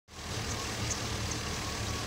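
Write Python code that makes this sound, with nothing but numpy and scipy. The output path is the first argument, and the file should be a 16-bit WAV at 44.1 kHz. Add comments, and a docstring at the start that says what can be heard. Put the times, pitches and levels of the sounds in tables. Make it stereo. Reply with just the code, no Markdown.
"""A large petrol V8 idles, heard from above the open engine bay.
After a short silence it fades in: firing-order and fan-blade sines throb under bands of roar and boom noise,
while each firing strikes the ringing modes of the valve covers. A sine whistle, wandering in pitch, soon joins.
From 0.44 s louder knocks, bursts of resonant noise, stand out; from 0.5 s the drive belt chirps three times,
about once per lap, as friction noise in resonances. Near 1.6 s the idle sags, then partly recovers."""
import sys
import numpy as np
from scipy import signal
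from scipy.fft import rfft, irfft
from scipy.io import wavfile

SR = 44100
rng = np.random.default_rng(int(sys.argv[2]) if len(sys.argv) > 2 else 0)


def generate_wav(signal):
    """Clip the signal to [-1, 1] and save it as 16-bit WAV at the path in sys.argv[1]."""
    frames = np.transpose(np.atleast_2d(signal))
    scaled = np.clip(frames, -1, 1) * 32767
    pcm = np.round(scaled).astype(np.int16)
    wavfile.write(sys.argv[1], SR, pcm)


N = 90934

# Engine speed. Each row: time in seconds, firing rate in Hz.
FIRING_RATE = [(0, 39.15), (.5, 39.48), (1.4, 39.2), (1.62, 37.48), (1.8, 37.94), (2.06, 38.6)]

# Firing orders. Each row: multiple of firing rate, level in dB re the exhaust note's base, start phase in turns.
FIRING_ORDERS = [(1, -6.5, 0.95), (2, -1.5, 0.75), (5, -7.5, 0.31)]
# Throb of the low notes. Each row: time in seconds, exhaust note base in dB rms, blade tone in dB rms.
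LOW_NOTE_THROB = [(0.3, -41, -49), (0.362, -51, -37.5), (0.49, -38, -45.5), (0.618, -60, -39),
                  (0.652, -35, -52), (0.696, -57, -41.5), (0.746, -64, -52), (0.828, -38.5, -35.5),
                  (0.878, -39.5, -44), (0.926, -41, -60), (0.996, -50, -50), (1.034, -60, -35.5),
                  (1.128, -40, -49), (1.182, -46, -47), (1.236, -39, -34.5), (1.314, -37.5, -51),
                  (1.368, -49.5, -37.5), (1.402, -47, -54), (1.51, -37.5, -45), (1.564, -46, -57),
                  (1.598, -54, -43), (1.676, -40, -47), (1.79, -46.5, -47), (1.814, -47, -38.5),
                  (1.946, -37.5, -40), (2.014, -65, -45), (2.06, -55, -63)]
EXHAUST_ORDER, OTHER_ORDERS_THROB_SHARE = 2, .25
BLADES_PER_FIRING, BLADE_START_TURNS, BLADE_OCTAVE_DB = 2.79, 0.914, -14

# Air resonances of the bay. Each row: centre in Hz, width per pass in Hz, level in dB rms before balance.
BAY_RESONANCES = [(27, 8.7, -87), (60, 47, -55), (65.8, 14, -52), (102.8, 29, -49), (202.7, 34, -53.5),
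                  (300.8, 30.3, -52), (438, 72, -52.5), (722.5, 135, -51), (1225, 93, -62.5),
                  (1660, 290, -51), (6350, 900, -55.5), (7950, 71, -68)]

# Fan and intake roar. Each row: frequency in Hz, relative spectral density in dB.
ROAR_SPECTRUM = [(74, -19.5), (125, -3), (156, -10), (298, -12), (350, -13), (474, -10.5), (592, -14),
                 (724, -18), (1060, -12), (1350, -13), (1660, -14.5), (3100, -17.5), (6290, -16),
                 (11300, -37), (15600, -34)]
ROAR_RMS_DB, ROAR_FLICKER_DB, ROAR_PULSE_DB, ROAR_PULSE_ABOVE_HZ = -36, 1.18, 1, 1500
# Left-right likeness of the noises. Each row: frequency in Hz, correlation from 0 to 1.
CHANNEL_LIKENESS = [(30, .6), (70, .75), (130, .9), (290, .96), (640, .88), (1100, .7), (1700, .3),
                    (3100, .1), (15000, .05)]
# Balance of the noises. Each row: frequency in Hz, left minus right in dB.
CHANNEL_BALANCE = [(100, -2.5), (450, 1.6), (740, 0), (1220, 5), (2010, 2), (3330, -3.5), (5500, 0.5),
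                   (9080, 3), (15000, 2.5)]

# Tick strength by cylinder in firing order. Each entry: level in dB re TICK_DB.
CYLINDER_TICKS = [-2, 0, -3, -1, -3, -2, -4, -1]
# Ringing modes of the valve covers. Each row: frequency in Hz, level in dB, 60 dB decay time in seconds.
COVER_MODES = [(2200, -4, .025), (2750, -2, .03), (3350, -6, .025), (4000, -3, .025), (4750, -1, .03),
               (5300, -3, .025), (6200, -2, .02), (7900, -9, .025)]
TICK_START_S, TICK_DB, TICK_JITTER_S, TICK_SMEAR_S = .0093, -39.5, .0013, .002
TICK_SCATTER_DB, TICK_MODE_SCATTER_DB = 1, 3.5
CLATTER_PER_S, CLATTER_DB, CLATTER_SCATTER_DB = 210, -43, 3.5

# Intake whistle, one list per strand. Each row: time in seconds, pitch in Hz, level in dB rms.
WHISTLE_STRANDS = [
    [(.15, 1070, -39), (.28, 1140, -71), (.4, 1200, -55), (.56, 1215, -44)],
    [(.53, 1060, -53), (.61, 1090, -41), (.72, 1150, -64), (.85, 1225, -50), (.96, 1240, -52)],
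    [(.95, 1140, -57), (1.15, 1190, -48.5), (1.3, 1150, -66), (1.45, 1130, -47), (1.62, 1095, -54)],
    [(1.61, 1045, -47), (1.69, 1100, -44), (1.75, 1140, -51), (1.84, 1155, -53), (1.92, 1125, -48),
     (2.02, 1118, -43.5)],
    [(2.01, 1070, -52), (2.09, 1050, -49)],
]
WHISTLE_LEFT_MINUS_RIGHT_DB, WHISTLE_EDGE_S = 3, 0.0067
WHISTLE_WAVER_DB, WHISTLE_WAVER_HZ = 0.5, 6

# Louder knocks. Each row: start in seconds, level in dB rms before the envelope, pitch in Hz.
LOUD_KNOCKS = [(0.441, -33, 2730), (0.65, -31.5, 2700), (0.679, -38, 4700), (.84, -33.5, 2850),
               (1.208, -39, 6240), (1.466, -33, 2800), (1.687, -34, 2400), (1.715, -34, 4850),
               (1.866, -33, 3750), (1.878, -37, 4240)]
KNOCK_RISE_S, KNOCK_T60_S, KNOCK_WIDTH_HZ = 0.0022, 0.048, 260

# Belt slips. Each row: centre in seconds, half length to 1/e in seconds, nominal level in dB, left minus right in dB.
BELT_CHIRPS = [(0.511, 0.019, -37.5, 2), (.916, .012, -28, -1.5), (1.318, 0.0062, -30.5, -2)]
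# Resonances of the slipping belt. Each row: centre in Hz, width in Hz, relative gain in dB.
BELT_RESONANCES = [(5470, 230, -12), (5840, 410, -9), (6320, 132, 2), (6970, 280, -6.5), (7740, 560, -14)]
BELT_FLUTTER_DB = 2.7

# Lead of the left channel. Each row: frequency in Hz, phase in radians.
LEFT_LEAD = [(40, 0.1), (100, 0.073), (300, 0.28), (640, 0.55), (1120, 1.06), (1400, 2.77), (2300, 0.11)]
FADE_START_S, FADE_ZERO_S, FADE_END_S, FADE_CURVE = .078, 0.06, 0.37, 1.06
CUTOFF_HZ = 15750


def from_db(db):
    """Decibels to gain."""
    return 10 ** (np.asarray(db) / 20)


def rms_one(x):
    """Scale to unit rms."""
    return x / np.sqrt(np.mean(x ** 2) + 1e-20)


def in_time(rows):
    """Columns of a time table, interpolated to one value per sample."""
    times_s, *columns = np.transpose(rows)
    return [np.interp(np.arange(N) / SR, times_s, column) for column in columns]


def at_hz(points, hz):
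    """Read a frequency table on a log frequency axis."""
    points = np.array(points)
    return np.interp(np.log(hz), np.log(points[:, 0]), points[:, 1])


def drift(rate_hz):
    """Slow random wander of unit spread: noise through two equal poles, at 1/40 of the sample rate."""
    step = 40
    r = np.exp(-2 * np.pi * rate_hz * step / SR)
    noise = rng.standard_normal(N // step + 2002)
    slow = signal.lfilter([1], [1, -2 * r, r * r], noise)[2000:]  # settled part
    return np.interp(np.arange(N) / step, np.arange(len(slow)), rms_one(slow - slow.mean()))


def resonate(x, hz, width_hz):
    """Two-pole resonance, gain 1 on top."""
    r = np.exp(-np.pi * width_hz / SR)
    zeros = np.array([1, 0, -1]) * (1 - r * r) / 2
    return signal.lfilter(zeros, [1, -2 * r * np.cos(2 * np.pi * hz / SR), r * r], x)


def stereo(mid, side, hz):
    """Mix two independent noises to the channel likeness and balance at hz."""
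    alike = np.clip(at_hz(CHANNEL_LIKENESS, hz), 0, .98)
    signs = np.array([[1], [-1]])
    pair = np.sqrt((1 + alike) / 2) * mid + np.sqrt((1 - alike) / 2) * side * signs
    return pair * from_db(at_hz(CHANNEL_BALANCE, hz) / 2 * signs)


def tones(firings):
    """Firing orders and fan blade tone: sines locked to the firing count, throbbing in level."""
    note_db, blade_db = in_time(LOW_NOTE_THROB)
    calm_db = note_db.mean() + OTHER_ORDERS_THROB_SHARE * (note_db - note_db.mean())
    orders = 0
    for multiple, db, turns in FIRING_ORDERS:
        base_db = note_db if multiple == EXHAUST_ORDER else calm_db
        orders = orders + from_db(db + base_db) * np.cos(2 * np.pi * (multiple * firings + turns))
    phase = 2 * np.pi * (BLADES_PER_FIRING * firings + BLADE_START_TURNS)
    blade = np.cos(phase) + from_db(BLADE_OCTAVE_DB) * np.cos(2 * phase)
    return np.sqrt(2) * (orders + from_db(blade_db) * blade)


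def booms():
    """Turbulence excites air resonances of the bay: noise passed twice through each."""
    out = 0
    for hz, width_hz, db in BAY_RESONANCES:
        noise = rng.standard_normal((2, N))
        mid, side = resonate(resonate(noise, hz, width_hz), hz, width_hz)
        out = out + from_db(db) * stereo(rms_one(mid), rms_one(side), hz)
    return out


def roar(firings):
    """Fan and intake noise in flickering third-octave bands, the upper ones pulsing with the firings."""
    out = 0
    edges_hz = 80 * 2 ** np.arange(0, 7.9, 1 / 3)
    together = drift(6)
    white = rng.standard_normal((2, 2, N))
    pulse_db = ROAR_PULSE_DB * np.cos(2 * np.pi * (firings - FIRING_RATE[0][1] * TICK_START_S - .1))
    for k, (low_hz, high_hz) in enumerate(zip(edges_hz, edges_hz[1:])):
        band = signal.butter(2, [low_hz, high_hz], "band", fs=SR, output="sos")
        mid, side = signal.sosfilt(band, white[k % 2])  # neighbours use separate noise
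        hz = np.sqrt(low_hz * high_hz)
        flicker_db = ROAR_FLICKER_DB * (0.43 * together + drift(13))
        level_db = at_hz(ROAR_SPECTRUM, hz) + flicker_db + pulse_db * (hz > ROAR_PULSE_ABOVE_HZ)
        out = out + from_db(level_db) * stereo(mid, side, hz)
    return from_db(ROAR_RMS_DB) * rms_one(out)


def valve_gear(firings):
    """One tick per firing, its strength set by cylinder, plus loose clatter, strikes the cover modes."""
    at = np.flatnonzero(np.diff(np.floor(firings - FIRING_RATE[0][1] * TICK_START_S)))
    draws = rng.standard_normal((len(at), 2 + 2 * len(COVER_MODES)))
    cylinder_db = np.take(CYLINDER_TICKS, np.arange(len(at)), mode="wrap")
    tick_db = TICK_DB + cylinder_db + TICK_SCATTER_DB * draws[:, 0]
    at = np.clip(at + (TICK_JITTER_S * SR * draws[:, 1]).astype(int), 0, N - 1)
    out = 0
    for k, (hz, mode_db, t60_s) in enumerate(COVER_MODES):
        loose = rng.random(N) < CLATTER_PER_S / len(COVER_MODES) / SR
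        clatter_db = CLATTER_DB + mode_db + CLATTER_SCATTER_DB * rng.standard_normal((2, N))
        clicks = loose * from_db(clatter_db) + 1e-18
        # the parts do not close at quite the same instant; the same draws scatter delay and level
        scatter = draws[:, 2 + 2 * k:4 + 2 * k]
        delay = (TICK_SMEAR_S * SR * np.abs(scatter.sum(axis=1))).astype(int)
        late = np.clip(at + delay, 0, N - 1)
        clicks[:, late] = (-1) ** k * from_db(tick_db + mode_db + TICK_MODE_SCATTER_DB * scatter.T)
        r, w = from_db(-60 / (t60_s * SR)), 2 * np.pi * hz / SR
        strike = np.sin(w) * np.array([0.45, 2.7, 3.53, 1.06]) / 8  # four-sample contact
        out = out + signal.lfilter(strike, [1, -2 * r * np.cos(w), r * r], clicks)
    return out


def whistle():
    """Air squeezing past the throttle: an unsteady sine that breaks off and restarts lower."""
    t, out = np.arange(N) / SR, 0
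    for strand in WHISTLE_STRANDS:
        hz, db = in_time(strand)
        edge_distance_s = np.minimum(t - strand[0][0], strand[-1][0] - t)
        gate = np.clip(edge_distance_s / WHISTLE_EDGE_S, 0, 1)
        turns = np.cumsum(hz + WHISTLE_WAVER_HZ * drift(27)) / SR
        level = from_db(db + WHISTLE_WAVER_DB * drift(6.8))
        out = out + gate * level * np.sin(2 * np.pi * turns)
    return np.sqrt(2) * out * from_db(WHISTLE_LEFT_MINUS_RIGHT_DB * np.array([[.5], [-.5]]))


def knocks():
    """Each knock is a short decaying burst of noise in a resonance of its own pitch."""
    out, size = np.zeros((2, N + SR)), SR // 10
    t = np.arange(size) / SR
    for start_s, db, hz in LOUD_KNOCKS:
        noise = rng.standard_normal((2, size))
        burst = rms_one(resonate(resonate(noise, hz, KNOCK_WIDTH_HZ), hz, KNOCK_WIDTH_HZ))
        envelope = from_db(db - 60 * t / KNOCK_T60_S) * (1 - np.exp(-t / KNOCK_RISE_S))
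        first = int(start_s * SR)
        out[:, first:first + size] += envelope * burst
    return out[:, :N]


def belt():
    """Each slip is a short swelling burst of friction noise in the belt resonances."""
    t, sides = np.arange(N) / SR, np.array([[.5], [-.5]])
    gate, squeak = 0, 0
    for centre_s, half_s, db, pan_db in BELT_CHIRPS:
        gate = gate + from_db(db + pan_db * sides) * np.exp(-((t - centre_s) / half_s) ** 2)
    noise = rng.standard_normal((2, N))
    for k, (hz, width_hz, db) in enumerate(BELT_RESONANCES):
        squeak = squeak + (-1) ** k * from_db(db) * resonate(noise, hz, width_hz)
    return gate * rms_one(squeak) * from_db(BELT_FLUTTER_DB * drift(60))


def scene():
    """All sources of the engine bay, the tones, pulse and ticks sharing one firing count."""
    rate_hz, = in_time(FIRING_RATE)
    firings = np.cumsum(rate_hz) / SR
    steady = tones(firings) + booms() + roar(firings) + valve_gear(firings)
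    return steady + whistle() + knocks() + belt()


def record(dry):
    """Delay the right channel's phase by frequency, fade in from silence, cut the top."""
    t = np.arange(N) / SR
    hz = np.fft.rfftfreq(N, 1 / SR) + 1  # keeps the log finite
    lag = np.exp(-1j * at_hz(LEFT_LEAD, hz) * np.array([[0], [1]]))
    ramp = np.clip((t - FADE_ZERO_S) / (FADE_END_S - FADE_ZERO_S), 0, 1)
    fade = ramp ** FADE_CURVE * (t > FADE_START_S)
    lowpass = signal.ellip(18, .5, 100, CUTOFF_HZ, fs=SR, output="sos")
    return signal.sosfilt(lowpass, irfft(rfft(dry) * lag, N) * fade)


dry = scene()
out = record(dry)
generate_wav(out)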